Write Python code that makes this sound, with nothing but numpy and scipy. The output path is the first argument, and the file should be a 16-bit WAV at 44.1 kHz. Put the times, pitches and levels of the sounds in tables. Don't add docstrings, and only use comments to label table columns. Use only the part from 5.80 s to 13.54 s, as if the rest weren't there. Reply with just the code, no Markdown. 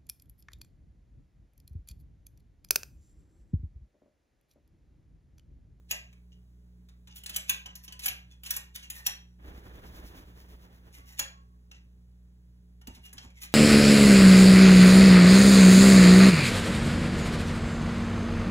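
import sys
import numpy as np
from scipy import signal
from scipy.fft import rfft, irfft, next_fast_len
from scipy.io import wavfile

SR = 44100
rng = np.random.default_rng(int(sys.argv[2]) if len(sys.argv) > 2 else 0)


def wav_record(signal):
    frames = np.transpose(np.atleast_2d(signal))
    bounded = np.clip(frames, -1, 1)
    quanta = np.round(bounded * 32767).astype(np.int16)
    wavfile.write(sys.argv[1], SR, quanta)


N = 341334
TIME = np.arange(N) / SR


def from_db(db):
    return 10 ** (np.asarray(db) / 20)


def rms_one(x):
    return x / np.sqrt(np.mean(x ** 2) + 1e-20)


def at_hz(points, hz):
    f, value = np.transpose(points)
    return np.interp(np.log(hz + 0.0013), np.log(f), value)


def bins(size):
    return np.fft.rfftfreq(size, 1 / SR)


def colour(x, *spectra):
    length = x.shape[-1]
    size = next_fast_len(length)
    gain = from_db(sum(at_hz(spectrum, bins(size)) for spectrum in spectra))
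    return rms_one(irfft(rfft(x, size) * gain, size)[:, :length])


def noise(size):
    return rng.standard_normal((2, size))


def drift(per_s, size):
    knots = rng.standard_normal(int(size / SR * per_s) + 3)
    return np.interp(np.arange(size) / SR * per_s, np.arange(len(knots)), knots)


def add(out, s, x):
    i = max(round(s * SR), 0)
    out[:, i:i + x.shape[-1]] += x[..., :N - i]


# multiple of the mains frequency [1], level/dB rms
HUM_LINES = [(1, -55), (2, -65.5), (3, -64), (4, -82), (5, -86.5), (7, -85)]
# f/Hz, level/dB per Hz
AIR_COLOUR = [(20, -17), (45, 0), (110, 3.5), (220, -4), (400, -11.5), (700, -20), (1400, -22),
              (3500, -27.5), (7000, -30.5), (15600, -33.5), (16300, -43.5)]
AIR_DB, MAINS_HZ = -67.5, 60


def background(waver_db=.7):
    out = from_db(AIR_DB) * colour(noise(N), AIR_COLOUR)
    for multiple, db in HUM_LINES:
        level = from_db(db + waver_db * multiple * drift(17, N))
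        phase = 2 * np.pi * (round(multiple) * MAINS_HZ * TIME + rng.random())
        out[0] += np.sqrt(2) * level * np.sin(phase)
    return out


# t/s, rumble level/dB, hiss level/dB
RUSTLE_STRENGTH = [(3.68,-50.5,-62.5), (3.97,-51,-62), (4.17,-50.5,-55.5), (4.38,-49.5,-57),
                   (4.49,-56,-65.5), (4.6,-55,-60.5), (5.15,-60.5,-70)]
# f/Hz, level/dB per Hz
RUMBLE_COLOUR = [(20, -15), (45, 3.5), (70, 3), (130, -11), (330, -10.5), (700, -18), (1500, -20),
                 (3500, -28), (6000, -68)]
# f/Hz, level/dB per Hz
HISS_COLOUR = [(900, -10.5), (1800, 1.5), (3500, -0.5), (6000, -2), (8000, -10), (15000, -2.5),
               (16500, -20)]
RUSTLE_START_S, SWELL_GAP_S, SWELL_SLOWING_S = 3.68, 0.0917, 0.0012
RUSTLE_ATTACK_S = 0.016


def rustle(rumble_gain_db=1.4, hiss_gain_db=0, hiss_width_s=0.047, lump_db=2.5, grain_db=1.5, count=15):
    k, strength = np.arange(count), np.transpose(RUSTLE_STRENGTH)
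    t = TIME[::40]
    peaks_s = RUSTLE_START_S + SWELL_GAP_S * k + SWELL_SLOWING_S * k ** 2

    def swells(column, width):
        levels = np.interp(peaks_s, strength[0], strength[column])
        power = sum(from_db(2 * db) / (1 + ((t - s) / width) ** 2) ** 3 for s, db in zip(peaks_s, levels))
        onset = np.clip((t - RUSTLE_START_S + SWELL_GAP_S) / RUSTLE_ATTACK_S + .5, 0, 1)
        return np.interp(TIME, t, onset * np.sqrt(power))

    lumps = from_db(rumble_gain_db + lump_db * drift(60, N))
    rumble = colour(noise(N), RUMBLE_COLOUR) * swells(1, 1.5 * hiss_width_s) * lumps
    grain = from_db(hiss_gain_db + grain_db * drift(300, N))
    hiss = colour(noise(N), HISS_COLOUR) * swells(2, hiss_width_s) * grain
    return rumble + hiss


# t/s, knock level/dB, thud level/dB
DULL_BUMPS = [(1.695,-60.5,-46.5), (7.072,-38.5,-34), (7.165,-50.5,-43.5), (7.333,-51,-38),
              (7.44,-47.5,-42)]
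# f/Hz, level/dB against the knock, time to fade by 60 dB [s]
VENT_KNOCK = [(248, 0.5, .15), (905, -9.5, .22)]
# multiple of its pitch [1], level/dB
THUD_COLOUR = [(.5, -8), (1, 0), (1.5, -6), (2.2, -22), (10, -55)]
THUD_DELAY_S, THUD_HZ, THUD_T60_S = .02, 83, .091


def bumps(tone_db=-2, dull_db=-6, rise_s=0.0049):
    out, t = np.zeros((2, N)), TIME[:SR // 4]
    for s, knock_db, thud_db in DULL_BUMPS:
        parts = [(0, hz, knock_db + db, t60) for hz, db, t60 in VENT_KNOCK]
        parts.append((THUD_DELAY_S, THUD_HZ, thud_db, THUD_T60_S))
        for delay, hz, db, t60 in parts:
            shape = from_db(db - 60 * t / t60) * (1 - np.exp(-t / rise_s))
            dull = colour(noise(len(t)), np.array(THUD_COLOUR) * [hz, 1])
            add(out, s + delay, from_db(dull_db) * shape * dull)
            add(out[:1], s + delay, from_db(tone_db) * shape * np.sin(2 * np.pi * hz * t))
    return out


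# t/s, pitch f/Hz, level/dB before its flutter
BAR_PLUCKS = [(1.858, 1010, -66), (2.079, 1018, -67), (5.15, 1115, -66), (5.392, 1095, -60)]
# multiple of its pitch [1], level/dB, time to fade by 60 dB [s]
LOOSE_BAR_MODES = [(1, 0, 1.1), (1.29, -3, .4), (1.87, -2, .4)]
GRIP_CHANGES_PER_S = 50


def plucks(flutter_db=3, waver=.006):
    out, t = np.zeros((2, N)), TIME[:SR]
    for s, hz, db in BAR_PLUCKS:
        for multiple, mode_db, t60 in LOOSE_BAR_MODES:
            bend, flutter = drift(GRIP_CHANGES_PER_S, SR), drift(GRIP_CHANGES_PER_S, SR)
            phase = 2 * np.pi * np.cumsum(multiple * hz * (1 + waver * bend)) / SR
            level = from_db(db + mode_db + flutter_db * flutter - 60 * t / t60)
            add(out[:1], s, level * np.sin(phase))
    return out


# f/Hz, level/dB per Hz
CONTACT_COLOUR = [(150, 4), (300, -5.5), (560, -4.5), (1000, 0), (1700, -1.5), (2700, 3.5), (4000, -1),
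                  (6500, 0), (7500, -2.5), (8500, -1.5), (12500, 0.5), (14000, 1), (15500, -2.5),
                  (16500, -35)]
RAGGED_DB = 5


def contact_noise(size, body_db, edge_db, count=90):
    place = np.c_[np.geomspace(400, 16000, count), RAGGED_DB * rng.uniform(-1, 1, count)]
    balance = [(900, body_db), (2600, -0.34), (6000, 0.5), (12500, edge_db)]
    return colour(noise(size), CONTACT_COLOUR, place, balance)


# f/Hz, level/dB, time to fade by 60 dB [s]
GRILLE_MODES = [(548, 3, 0.2), (629.4, 2.5, 0.16), (900, -5, 0.16), (1630, 3.5, 0.18), (1826, 1, 0.15),
                (1965, 0, 0.14), (2364, -2.5, 0.1), (2730, -3.5, 0.08), (3640, -4, 0.08), (5710, -3, 0.025),
                (6560, -3.5, 0.09), (6890, -1, 0.06), (11620, 0, 0.08)]
LOWEST_BAR_HZ, HIGHEST_BAR_HZ = 700, 15500
MODE_SPREAD_DB = 2.5


def grille(x, struck=(), modes_db=2.0, detune=0.004, bars_db=0.5, bar_t60=0.035, direct_db=-2, count=44):
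    frame = [(hz * (1 + detune * rng.normal()), db + modes_db + MODE_SPREAD_DB * rng.normal(), t60)
             for hz, db, t60 in GRILLE_MODES]
    steps = (np.arange(count) + rng.random(count)) / count
    bar_hz = LOWEST_BAR_HZ * (HIGHEST_BAR_HZ / LOWEST_BAR_HZ) ** steps
    bars = [(hz, bars_db + MODE_SPREAD_DB * rng.normal(), bar_t60 * (3000 / hz) ** .5) for hz in bar_hz]
    out = from_db(direct_db) * x
    for hz, db, t60 in frame + bars + list(struck):
        r = from_db(-60 / (t60 * SR))
        feed = [(1 - r * r) / 2, 0, (r * r - 1) / 2]
        ring = [1, -2 * r * np.cos(2 * np.pi * hz / SR), r * r]
        out += from_db(db) * signal.lfilter(feed, ring, x + 1e-18)
    return out


CATCH_DB = 8.5


def catches(size, per_s=55, fade_s=0.0015):
    jolts = 1e-18 + (rng.random(size) < per_s / SR)
    return np.minimum(signal.lfilter([1], [1, -np.exp(-1 / (fade_s * SR))], jolts), 1)


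def squeak(hz, ms, sag_per_ms=0.0015, waver=0.012, rough_per_s=220):
    size = len(ms)
    phase = 2 * np.pi * np.cumsum(hz * (1 - sag_per_ms * ms + waver * drift(60, size))) / SR
    note = drift(rough_per_s, size) * np.cos(phase) + drift(rough_per_s, size) * np.sin(phase)
    return np.outer([1, 0], rms_one(note))


HARD_TAP_DB = -29
LEAD_IN_DB, LEAD_IN_EDGE_DB, LEAD_IN_SWELL_MS, LEAD_IN_FADE_MS = -17.5, -8.5, 16, 1.4
LEAD_IN_SQUEAK_DB = -12


def lead_ins():
    return [(s, db + LEAD_IN_DB, LEAD_IN_EDGE_DB, LEAD_IN_SWELL_MS, LEAD_IN_FADE_MS, bar_hz, LEAD_IN_SQUEAK_DB)
            for s, db, _, _, _, bar_hz, *_ in CLAW_TAPS if db > HARD_TAP_DB]


# t/s of the peak, level/dB before the gain, edge (highs against the middle)
# level/dB, swell [ms], fade [ms], squeak f/Hz, squeak level/dB against the friction
CLAW_SLIDES = [(.527,-65,-21,9,18,2900,4.5), (1.316,-59.5,-21,31,38,2890,0), (1.37,-43,5.5,16,27,3400,-12),
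               (1.548,-41.5,-7,18,12,2990,1), (2.046,-45.5,5,13,15,5685,-5.5),
               (2.246,-37,-0.5,26.4,25,2520,-10), (2.522,-60,-11,18,24,3365,-1.5),
               (2.668,-39.5,-2,22,22,3033,-5.5), (2.746,-42.5,0,22,21,2670,-12),
               (2.96,-39.5,0.5,13,18,3600,-13), (3.038,-46.5,-8.5,18,28,2930,-2),
               (3.169,-47,2,50,55,1900,-11), (5.148,-54,-3,26,71,2180,-11), (5.29,-55,-1,45,110,2050,-11),
               (5.415,-46,-6,14,28,2950,0), (5.95,-62,-25,33,47,2810,-12), (7.155,-55.5,-6,28,30,2585,-9),
               (7.258,-52,-4,30,34,2800,-3), (7.439,-58,-9,87,45,2585,-10), (7.58,-58.5,-8,30,40,2130,-1),
               (7.635,-38.5,0,22,28,4825,-21)]
SCRAPE_BODY_DB, TYPICAL_SWELL_MS = -15.5, 20
BODY_DB_PER_DOUBLING = 6


def scrapes(slips_per_s=450, slip_db=3, depth_db=17, gain_db=-4.5):
    out = np.zeros((2, N))
    ms = np.arange(SR // 3) * 1000 / SR - 110
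    for s, db, edge_db, swell_ms, fade_ms, squeak_hz, squeak_db in CLAW_SLIDES + lead_ins():
        body_db = SCRAPE_BODY_DB + BODY_DB_PER_DOUBLING * np.log2(swell_ms / TYPICAL_SWELL_MS)
        away = np.minimum(np.maximum(-ms / swell_ms, ms / fade_ms), 6) ** 1.3
        level = db + gain_db - depth_db * away
        level = level + slip_db * drift(slips_per_s, len(ms)) + CATCH_DB * catches(len(ms))
        travel = np.clip((ms + swell_ms) / (swell_ms + fade_ms), 0, 1)
        friction = sum(np.sqrt(share) * contact_noise(len(ms), body_db, edge_db)
                       for share in (1 - travel, travel))
        friction = friction + from_db(squeak_db) * squeak(squeak_hz, ms)
        add(out, s + ms[0] / 1000, grille(from_db(level) * friction))
    return out


# start t/s, end t/s
WEIGHT_SHIFTS = [(.327, .4), (1.087, 1.2), (7.013, 7.6)]
TICK_GAP_S, TICK_JITTER_S, TICK_SPREAD_DB = .125, .03, 2.5
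TICK_DB, TICK_BODY_DB, TICK_EDGE_DB = -62.5, -3, -6
TICK_BAR_HZ, TICK_RING_DB, TICK_SPREAD_OCTAVES = 2940, 14, .4


def ticks():
    rows = []
    for start, end in WEIGHT_SHIFTS:
        for s in np.arange(start, end, TICK_GAP_S):
            late, force, place = rng.uniform(-1, 1, 3)
            tick_s = s + TICK_JITTER_S * late * (s > start)
            db = TICK_DB + TICK_SPREAD_DB * force
            bar_hz = TICK_BAR_HZ * 2 ** (TICK_SPREAD_OCTAVES * place)
            rows.append((tick_s, db, TICK_BODY_DB, TICK_EDGE_DB, TICK_RING_DB, bar_hz))
    return rows


CLAW_TAPS = [(0.1095,-26.5,-14,-1.5,9,2850,6690,1960,11600), (1.2726,-55.5,-5,-8,11,3960),
             (1.3595,-47.5,-12,3,8,6900), (1.4349,-47,-12,3,11,2950), (1.4606,-37,-18.5,-1,9,4250,1650),
             (1.494,-36.5,-12.5,0.5,6.5,6400,8700), (1.561,-24.5,-16,5.5,4,6100,2370,3990,7660,12300),
             (1.6943,-21,-16,2,10.5,2530,1620,6560,11700), (1.8578,-46,-5.5,-10.5,14.5,3000,5940),
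             (1.9536,-41.5,-19,5,9,5830), (2.0785,-47.5,-9.5,-12.5,12.5,3045,6100),
             (2.1225,-46,-18,-3,10,2900), (2.1924,-39.5,-19.5,1.5,6.5,4970),
             (2.2573,-22.5,-12,10,8,8900,2380,7070,1640), (2.2803,-29.5,-16.5,0.5,11,2950,2380,11930),
             (2.634,-43,-10,7,14,3000), (2.706,-24,-13,8,13,5690,4450,13400),
             (2.764,-29,-10,8,6.5,4825,7170), (2.9515,-44,-14,1,5,3300), (3.1006,-33.5,-19,6,5,7060),
             (3.2643,-22.5,-11.5,3.5,11,5720,1820,7200,13150), (5.3916,-23.5,-7,4,12,6890,1830,1630,6560),
             (5.913,-52,-8,-12,11,2794,6000), (7.0709,-43,-7.5,1,11,2780), (7.3284,-44.5,-8,5.5,10,6545),
             (7.3799,-43.5,-12.5,-21,8,3100,3900), (7.722,-54,-2,-3,9,3350)]
TAP_RISE_S, TAP_RING_T60_S, OVERTONE_T60_S = .0005, .11, .025


def taps(hold_s=0.009, steepness=3.3, ring_db=-19, grain_db=2, gain_db=-2.0, bar_t60=0.016, overtone_db=8):
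    out, t = np.zeros((2, N)), TIME[:SR // 7]
    burst = 1 / (1 + (t / hold_s) ** steepness)
    after_ring = from_db(ring_db - 60 * t / TAP_RING_T60_S)
    shape = np.hypot(burst, after_ring) * (1 - np.exp(-t / TAP_RISE_S))
    for s, db, body_db, edge_db, bar_db, bar_hz, *overtones in CLAW_TAPS + ticks():
        rattle_db = CATCH_DB * catches(len(t)) * (t > hold_s)
        level = from_db(db + gain_db + grain_db * drift(2500, len(t)) + rattle_db)
        chatter = level * contact_noise(len(t), body_db, edge_db)
        struck = [(bar_hz, bar_db, bar_t60)] + [(hz, overtone_db, OVERTONE_T60_S) for hz in overtones]
        add(out, s, grille(shape * chatter, struck))
    return out


# f/Hz, time to fade by 60 dB [s]
ROOM_FADE = [(200, 0.24), (800, 0.38), (2100, 0.35), (5500, 0.3), (9000, 0.19), (15000, 0.25)]
# f/Hz, level/dB
ROOM_ANSWER = [(200, 8), (800, 5), (2100, 0), (5500, -6), (9000, -6.5), (15000, -17.5)]


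def room(x, gap_s=0.0011, build_s=0.002):
    t = TIME[:SR * 3 // 5]
    white, hz, tail = rfft(noise(len(t))), bins(len(t)), 0
    centres = np.array(ROOM_FADE)[:, 0]
    for share, (f, t60) in zip(np.eye(len(centres)), ROOM_FADE):
        decay = from_db(-60 * t / t60) * (1 - np.exp(-np.maximum(t - gap_s, 0) / build_s))
        band = at_hz(np.c_[centres, share], hz) * from_db(at_hz(ROOM_ANSWER, hz))
        tail = tail + irfft(white * band, len(t)) * decay / np.linalg.norm(decay)
    return signal.fftconvolve(x, tail, axes=1)[:, :N]


# f/Hz, likeness from 0 to 1 [1]
CHANNEL_LIKENESS = [(60, .99), (150, .95), (300, .8), (700, .52), (1500, .62), (3000, .82), (5000, .96)]
# f/Hz, phase [radians]
LEFT_LEAD = [(0, 0), (340, -.3), (1700, -4.4), (2410, -3.2), (3700, -4.6), (4700, -3.2), (15200, 12.5),
             (16500, 12.6)]
# f/Hz, left minus right level/dB
LEFT_BALANCE = [(60, -1.2), (160, -2.4), (500, -1.2), (1100, -2.4), (2500, -.4), (5000, 0)]


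def ports(x):
    size = next_fast_len(N + SR // 4)
    hz, (common, apart) = bins(size), rfft(x, size)
    alike = np.clip(at_hz(CHANNEL_LIKENESS, hz), 0, 1)
    common, apart = common * np.sqrt((1 + alike) / 2), apart * np.sqrt((1 - alike) / 2)
    tilt = from_db(at_hz(LEFT_BALANCE, hz) / 2)
    lead = np.interp(hz, *np.transpose(LEFT_LEAD))
    left = (common + apart) * tilt
    right = (common - apart) / tilt * np.exp(-1j * lead)
    return irfft([left, right], size)[:, :N]


def scene():
    bird = taps() + scrapes() + plucks()
    return ports(bird + room(bird) + bumps() + rustle() + background())


CUTOFF_HZ = 16500


def record(dry):
    lowpass = signal.ellip(10, .05, 60, CUTOFF_HZ, fs=SR, output="sos")
    return signal.sosfiltfilt(lowpass, dry)


dry = scene()
out = record(dry)
wav_record(out)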